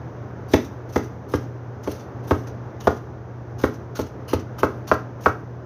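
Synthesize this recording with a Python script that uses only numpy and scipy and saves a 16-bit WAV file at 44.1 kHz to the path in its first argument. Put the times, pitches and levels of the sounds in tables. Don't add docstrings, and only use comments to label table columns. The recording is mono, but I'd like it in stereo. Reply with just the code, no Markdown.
import sys
import numpy as np
from scipy import signal
from scipy.fft import rfft, irfft
from scipy.io import wavfile
from scipy.ndimage import uniform_filter1d, minimum_filter1d

SR = 44100
rng = np.random.default_rng(int(sys.argv[2]) if len(sys.argv) > 2 else 0)


def boost_factor(decibels):
    exponent = np.asarray(decibels, float) / 20
    return 10 ** exponent


def unload_audio(sound):
    columns = np.transpose(np.atleast_2d(sound))
    steps = np.round(np.clip(columns, -1, 1) * 32767)
    wavfile.write(sys.argv[1], SR, steps.astype(np.int16))


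N = 249165

# frequency in Hz, level in dB per Hz.
AIR_SPECTRUM = [(25, -66.5), (60, -14.5), (90, -5), (170, -13.5), (400, -13.5), (600, -18.5), (1500, -28),
                (2600, -45), (4500, -53.5), (6200, -48), (6900, -58.5), (7500, -77.5), (12500, -68),
                (15500, -63)]
# time in s, air level in dB.
DRAUGHT = [
    (0.0, -40.5),
    (1.79, -42.5),
    (2.34, -39.5),
    (3.21, -43),
    (4.81, -41),
    (5.65, -43.5),
]
# edge enters in s, peak through skin in dB, through flesh in dB,
# squashed on the board in dB, wet pocket in Hz.
CUTS = [(0.482, -36.5, -27.5, -14.5, 5900), (0.887, -40.5, -34, -22.5, 5800), (1.283, -38, -34, -28, 6130),
        (1.829, -34, -37, -30.5, 6000), (2.234, -42, -32.5, -26, 5900), (2.801, -32, -35, -21.5, 2980),
        (3.582, -32.5, -31.5, -24, 6200), (3.951, -27, -30.5, -21, 6240), (4.279, -24.5, -32, -19.5, 3000),
        (4.583, -24.5, -48, -19, 3050), (4.872, -25, -33, -29, 4550), (5.207, -34, -30, -37, 6140)]
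# blade rocks back in s, its peak in dB, peak of the drag in dB, blade
# pulls free in s (tenth row: a slip before its stroke; last: past the end), peak of the pull in dB.
LIFTS = [(0.553, -38, -33, 0.64, -34.5), (0.972, -27, -39.5, 1.03, -38), (1.352, -28.5, -43, 1.42, -43),
         (1.912, -25, -34.5, 1.993, -37), (2.326, -37, -37, 2.468, -32), (2.901, -35, -40, 2.96, -43),
         (3.651, -31.5, -40.5, 3.735, -36.5), (4.004, -42, -48, 4.06, -37.5),
         (4.345, -50, -49, 4.39, -34.5), (4.643, -30, -42, 4.3, -45), (4.934, -27, -50, 4.985, -46),
         (5.282, -39, -46, 6.1, -42)]
# frequency in Hz, level in dB per Hz.
SQUELCH_SPECTRUM = [(300, -55), (900, 1), (1500, 2), (2300, -11.5), (3100, -7), (4000, -9), (4800, -8),
                    (6000, -1), (6900, -5), (7600, -48.5)]
# frequency in Hz, level in dB per Hz.
HISS_SPECTRUM = [(6800, -42), (7800, -21.5), (9000, -7), (10500, -8), (12500, -1.5), (14500, -4),
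                 (15600, -0.5), (16500, -44)]
KNOCKS = [(0.536, -16.5, 0, -11.5, -4.5), (0.959, -19.5, -2.5, -12.5, -12), (1.337, -25, 0.5, -8, -11.5),
          (1.874, -26, -4, -18, -18), (2.309, -18, -3.5, -5, -14), (2.871, -15.5, -7, -5, -12),
          (3.637, -19, -3, -8, -10.5), (3.991, -25.5, -3, -16, -26), (4.332, -22, -2, -10.5, -29),
          (4.631, -17.5, -6, -4.5, -19), (4.914, -19, -6, 2, -11.5), (5.259, -18.5, -8, 4, -10)]
# time in s, peak in dB.
PUNCTURES = [(1.865, -33), (2.467, -37), (3.599, -36), (3.961, -32), (4.289, -37), (4.585, -30),
             (4.884, -35)]
# s after the first touch, strength in dB.
TOUCHES = [
    (0, 3),
    (.0028, -4),
    (.0056, 0),
]
# frequency in Hz, level in dB, t60 in s.
COUNTER_MODES = [(76.6, 1, 0.083), (92.8, 11, 0.17)]
# frequency in Hz, level in dB, t60 in s.
BOARD_BOTTOM_MODES = [(142, -5, 0.032), (187.6, -2.5, 0.044), (216.2, -0.5, 0.047), (286, -1.5, 0.055),
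                      (307.7, -8, 0.13), (340, -4, 0.092)]
# frequency in Hz, level in dB, t60 in s.
BOARD_LOW_MODES = [(418, 1, 0.064), (456, -6.5, 0.03), (516.6, -2, 0.071), (583, 1, 0.0086)]
# frequency in Hz, level in dB, t60 in s.
BOARD_MID_MODES = [(607, -2, 0.042), (646, -2.5, 0.043), (720, -7.5, 0.048), (883, 2.5, 0.02)]
# frequency in Hz, level in dB, t60 in s.
BOARD_UPPER_MODES = [(870, -1, 0.0094), (1050, 1, 0.023), (1097, 4.5, 0.021), (1260, 0.5, 0.026),
                     (1280, 1.5, 0.021), (1428, -1.5, 0.057), (1567, 1, 0.017)]
# frequency in Hz, level in dB, t60 in s.
BOARD_HIGH_MODES = [(1653, -1.5, 0.022), (1817, -2.5, .016), (1927, -3, 0.018), (2040, -1, 0.012),
                    (2240, -2, 0.012)]
# frequency in Hz, level in dB, t60 in s.
BLADE_MODES = [(2590, -4, 0.031), (2840, -7, 0.011), (3150, -7.5, 0.004), (3510, 4.5, 0.0092),
               (3850, -3, 0.012), (4580, -4, 0.013), (5100, 0, 0.011), (5700, -4.5, 0.02)]
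# band top in Hz, t60 in s.
KITCHEN_DECAY = [(100, 0.097), (400, 0.34), (1500, 0.25), (6000, 0.29)]
# frequency in Hz, side over mid in dB.
SIDE_SPECTRUM = [(40, 5), (100, -34), (600, -23.5), (2000, -51.5), (5000, -30.5), (9000, -18), (13000, -25)]


def unit_rms(x):
    return x / np.sqrt(np.mean(x ** 2) + 1e-20)


def filtered(x, order, hz, kind="low"):
    return signal.sosfilt(signal.butter(order, hz, kind, fs=SR, output="sos"), x)


def coloured(x, spectrum):
    size = 4096
    hz, db = np.transpose(spectrum)
    bins_hz = np.fft.rfftfreq(size, 1 / SR)
    log_gain = np.log(boost_factor(np.interp(np.log(bins_hz + 1), np.log(hz), db)))
    cepstrum = irfft(log_gain)
    cepstrum[1:size // 2] *= 2
    cepstrum[size // 2 + 1:] = 0
    response = irfft(np.exp(rfft(cepstrum)))
    return signal.fftconvolve(x, response)[:N]


def drift(rate_hz):
    step = 40
    r = np.exp(-2 * np.pi * step * rate_hz / SR)
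    white = rng.standard_normal(N // step + 2002)
    slow = signal.lfilter([1], [1, -2 * r, r * r], white)[2000:]
    return np.interp(np.arange(N) / step, np.arange(len(slow)), unit_rms(slow))


def ring(clicks, hz, t60_s):
    r = boost_factor(-60 / (t60_s * SR))
    w = 2 * np.pi * hz / SR
    return signal.lfilter([0, np.sin(w)], [1, -2 * r * np.cos(w), r * r], clicks + 1e-18)


def fan():
    hum_hz, wobble_hz, hum_db = 120.4, 0.41, -37.5
    air = unit_rms(coloured(rng.standard_normal(N), AIR_SPECTRUM)) * boost_factor(0.4 * drift(8))
    air_db = np.interp(np.arange(N) / SR, *np.transpose(DRAUGHT)) + 4.5
    phase = 2 * np.pi * np.cumsum(hum_hz + wobble_hz * drift(4.2)) / SR
    hum = np.sqrt(2) * np.sin(phase) * boost_factor(1.85 * drift(5.2))
    return boost_factor(air_db) * air + boost_factor(hum_db) * hum


def slips():
    through_skin, through_flesh = (-13, 0.018, 0.053), (-11, 0.042, 0.13)
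    squashed, rebound = (-11.5, 0.006, 0.033), (-8, 0.0033, 0.04)
    dragged, pulled = (-11.5, 0.028, 0.41), (-14.5, 0.011, 0.084)
    flesh_share = 0.49
    squash_lead_s, drag_delay_s = 0.003, 0.02
    crushed_hz, suction_hz = 3250, 5900
    rows = []
    for knock, cut, lift in zip(KNOCKS, CUTS, LIFTS):
        knock_s = knock[0]
        enter_s, skin_db, flesh_db, squash_db, wet_hz = cut
        rock_s, rock_db, drag_db, pull_s, pull_db = lift
        flesh_s = enter_s + flesh_share * (knock_s - enter_s)
        rows += [
            (enter_s, skin_db, wet_hz, *through_skin),
            (flesh_s, flesh_db, wet_hz, *through_flesh),
            (knock_s - squash_lead_s, squash_db, crushed_hz, *squashed),
            (rock_s, rock_db, suction_hz, *rebound),
            (knock_s + drag_delay_s, drag_db, suction_hz, *dragged),
            (pull_s, pull_db, suction_hz, *pulled),
        ]
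    return rows


def slicing():
    grains = rng.standard_normal((2, N)) * boost_factor(1.6 * rng.exponential(1, (2, N)))
    squelch = unit_rms(coloured(grains[0], SQUELCH_SPECTRUM))
    hiss = unit_rms(coloured(grains[1], HISS_SPECTRUM))
    power, pockets = np.zeros((2, N + SR)), np.zeros(N + SR)
    t = np.arange(SR // 4) / SR
    rows = slips()
    others_hz = rng.uniform([2600, 4500, 9500], [4500, 6600, 14500], (len(rows), 3))
    for (s, db, wet_hz, bright_db, held_s, t60_s), (low_hz, mid_hz, top_hz) in zip(rows, others_hz):
        start = round((s - 0.005) * SR)
        at = slice(start, start + len(t))
        swell = np.minimum(t / 0.011, 1) ** 2
        fade_db = 60 * np.maximum(t - 0.008 - held_s, 0) / max(t60_s, 0.01)
        shape = swell * boost_factor(db - 23 - fade_db)
        power[:, at] += shape ** 2 * boost_factor([[0], [2 * bright_db]])
        burst = np.roll(grains[0], -start)[:len(t)]
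        for hz, pocket_db in [(wet_hz, -0.5), (low_hz, -7), (mid_hz, -7), (top_hz, bright_db + 5)]:
            pockets[at] += boost_factor(pocket_db) * shape * unit_rms(ring(burst, hz, 32 / hz))
    low, high = np.sqrt(power[:, :N])
    low = low * boost_factor(3 * drift(70))
    high = uniform_filter1d(high * boost_factor(1.8 * drift(45)), size=300)
    wet = boost_factor(3 * drift(35) - 2.2) * pockets[:N]
    return boost_factor(6.5) * low * squelch + boost_factor(11.5) * high * hiss + wet


def struck(modes, s, blow_db, late_s, spread_s=0.0018, scatter_db=0.42, count=3):
    out = np.zeros(N)
    after_s, touch_db = np.transpose(TOUCHES[:count])
    shape = (len(s), len(modes), count)
    strength, delay = rng.standard_normal(shape), rng.random(shape)
    for k, (hz, db, t60_s) in enumerate(modes):
        clicks = np.zeros(N)
        touch_s = s[:, None] + late_s + after_s + spread_s * delay[:, k]
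        click_db = blow_db[:, None] + db + touch_db + scatter_db * strength[:, k]
        clicks[(touch_s * SR).astype(int)] = (-1) ** k * boost_factor(click_db)
        out += ring(clicks, hz, t60_s)
    return out


def board(s, force, weight, hard, edge):
    mids_follow = 0.32
    out = struck(BOARD_BOTTOM_MODES, s, force + weight + 9, late_s=0.0012, spread_s=0.00077, count=1)
    out += struck(BOARD_LOW_MODES, s, force + 5.56, late_s=0.0009, spread_s=0.0011, count=1)
    mid_db = force + mids_follow * hard + 3.1
    out += struck(BOARD_MID_MODES, s, mid_db, late_s=0.0002, spread_s=0.0012)
    out += struck(BOARD_UPPER_MODES, s, force + hard + 0.1, late_s=0.00016, spread_s=0.00122)
    out += struck(BOARD_HIGH_MODES, s, force + edge + 3.2, late_s=0.00027, spread_s=0.0011)
    nudge_s, nudge_db = np.transpose(PUNCTURES)
    nudged_modes = BOARD_MID_MODES + BOARD_UPPER_MODES
    out += struck(nudged_modes, nudge_s, nudge_db - 12.5, late_s=0.00022, spread_s=0.00317)
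    return filtered(out, 2, 3000)


def knocks():
    crack_follows = 1.57
    s, force, weight, hard, edge = np.transpose(KNOCKS)
    thump = struck(COUNTER_MODES, s, force + weight - 2.5, late_s=-0.0014)
    thump = filtered(thump, 3, [60, 150], "band")
    plastic = board(s, force, weight, hard, edge)
    blade = struck(BLADE_MODES, s, force + crack_follows * edge - 3.5, late_s=-0.0005)
    return thump + plastic + filtered(blade, 3, 7000)


def rattle():
    crack_db, crack_t60_s = -13.5, 0.017
    buzz_db, buzz_t60_s = -8.5, 0.052
    levels = np.zeros((2, N + SR))
    t = np.arange(SR // 5) / SR
    for s, force, _, hard, edge in KNOCKS:
        at = slice(round(s * SR), round(s * SR) + len(t))
        crack_fade = boost_factor(force + 1.4 * edge + crack_db - 60 * t / crack_t60_s)
        buzz_fade = boost_factor(force + 0.25 * hard + buzz_db - 60 * t / buzz_t60_s)
        levels[0, at] += crack_fade * np.minimum(t / 0.00055, 1)
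        levels[1, at] += buzz_fade * np.minimum(t / 0.00066, 1)
    noise = rng.standard_normal((2, N)) * levels[:, :N] + 1e-18
    crack = filtered(noise[0], 2, [1500, 6500], "band")
    buzz = filtered(noise[1], 2, [450, 1900], "band")
    return 2 * crack + 4 * buzz


def kitchen(x):
    t = np.arange(SR // 2) / SR
    white = rng.standard_normal((2, len(t)))
    answers, below = 0, 0
    for top_hz, t60_s in KITCHEN_DECAY:
        under = filtered(white, 2, top_hz)
        answers = answers + (under - below) * boost_factor(-60 * t / t60_s)
        below = under
    answers = answers * np.clip(t / 0.0052 - 0.3, 0, 1)
    return [signal.fftconvolve(x, a / np.sqrt(np.sum(a ** 2) * 4))[:N] for a in answers]


def scene():
    room_db = -6
    close = knocks() + slicing() + rattle()
    echo, other_echo = kitchen(filtered(close, 2, 170, "high"))
    mid = close + boost_factor(room_db) * echo + fan()
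    side = coloured(boost_factor(-4) * other_echo + fan() + slicing(), SIDE_SPECTRUM) - 0.03 * mid
    return np.array([mid + side, mid - side])


def limited(x):
    release_db_per_s = 120
    ramp_db = release_db_per_s * np.arange(N) / SR
    over_db = np.maximum(20 * np.log10(np.abs(x).max(axis=0) + 1e-9) + 0.3, 0)
    duck_db = np.maximum.accumulate(over_db + ramp_db) - ramp_db
    gain_db = uniform_filter1d(minimum_filter1d(-duck_db, size=177), size=88)
    return x * boost_factor(gain_db)


def low_pass(x):
    return signal.sosfilt(signal.butter(12, 16480, fs=SR, output="sos"), x)


def record(dry):
    cutoff_hz = 15850
    x = filtered(dry, 3, 55, "high")
    x = signal.sosfilt(signal.cheby2(14, 60, cutoff_hz + 150, fs=SR, output="sos"), x)
    return low_pass(limited(x))


dry = scene()
out = record(dry)
unload_audio(out)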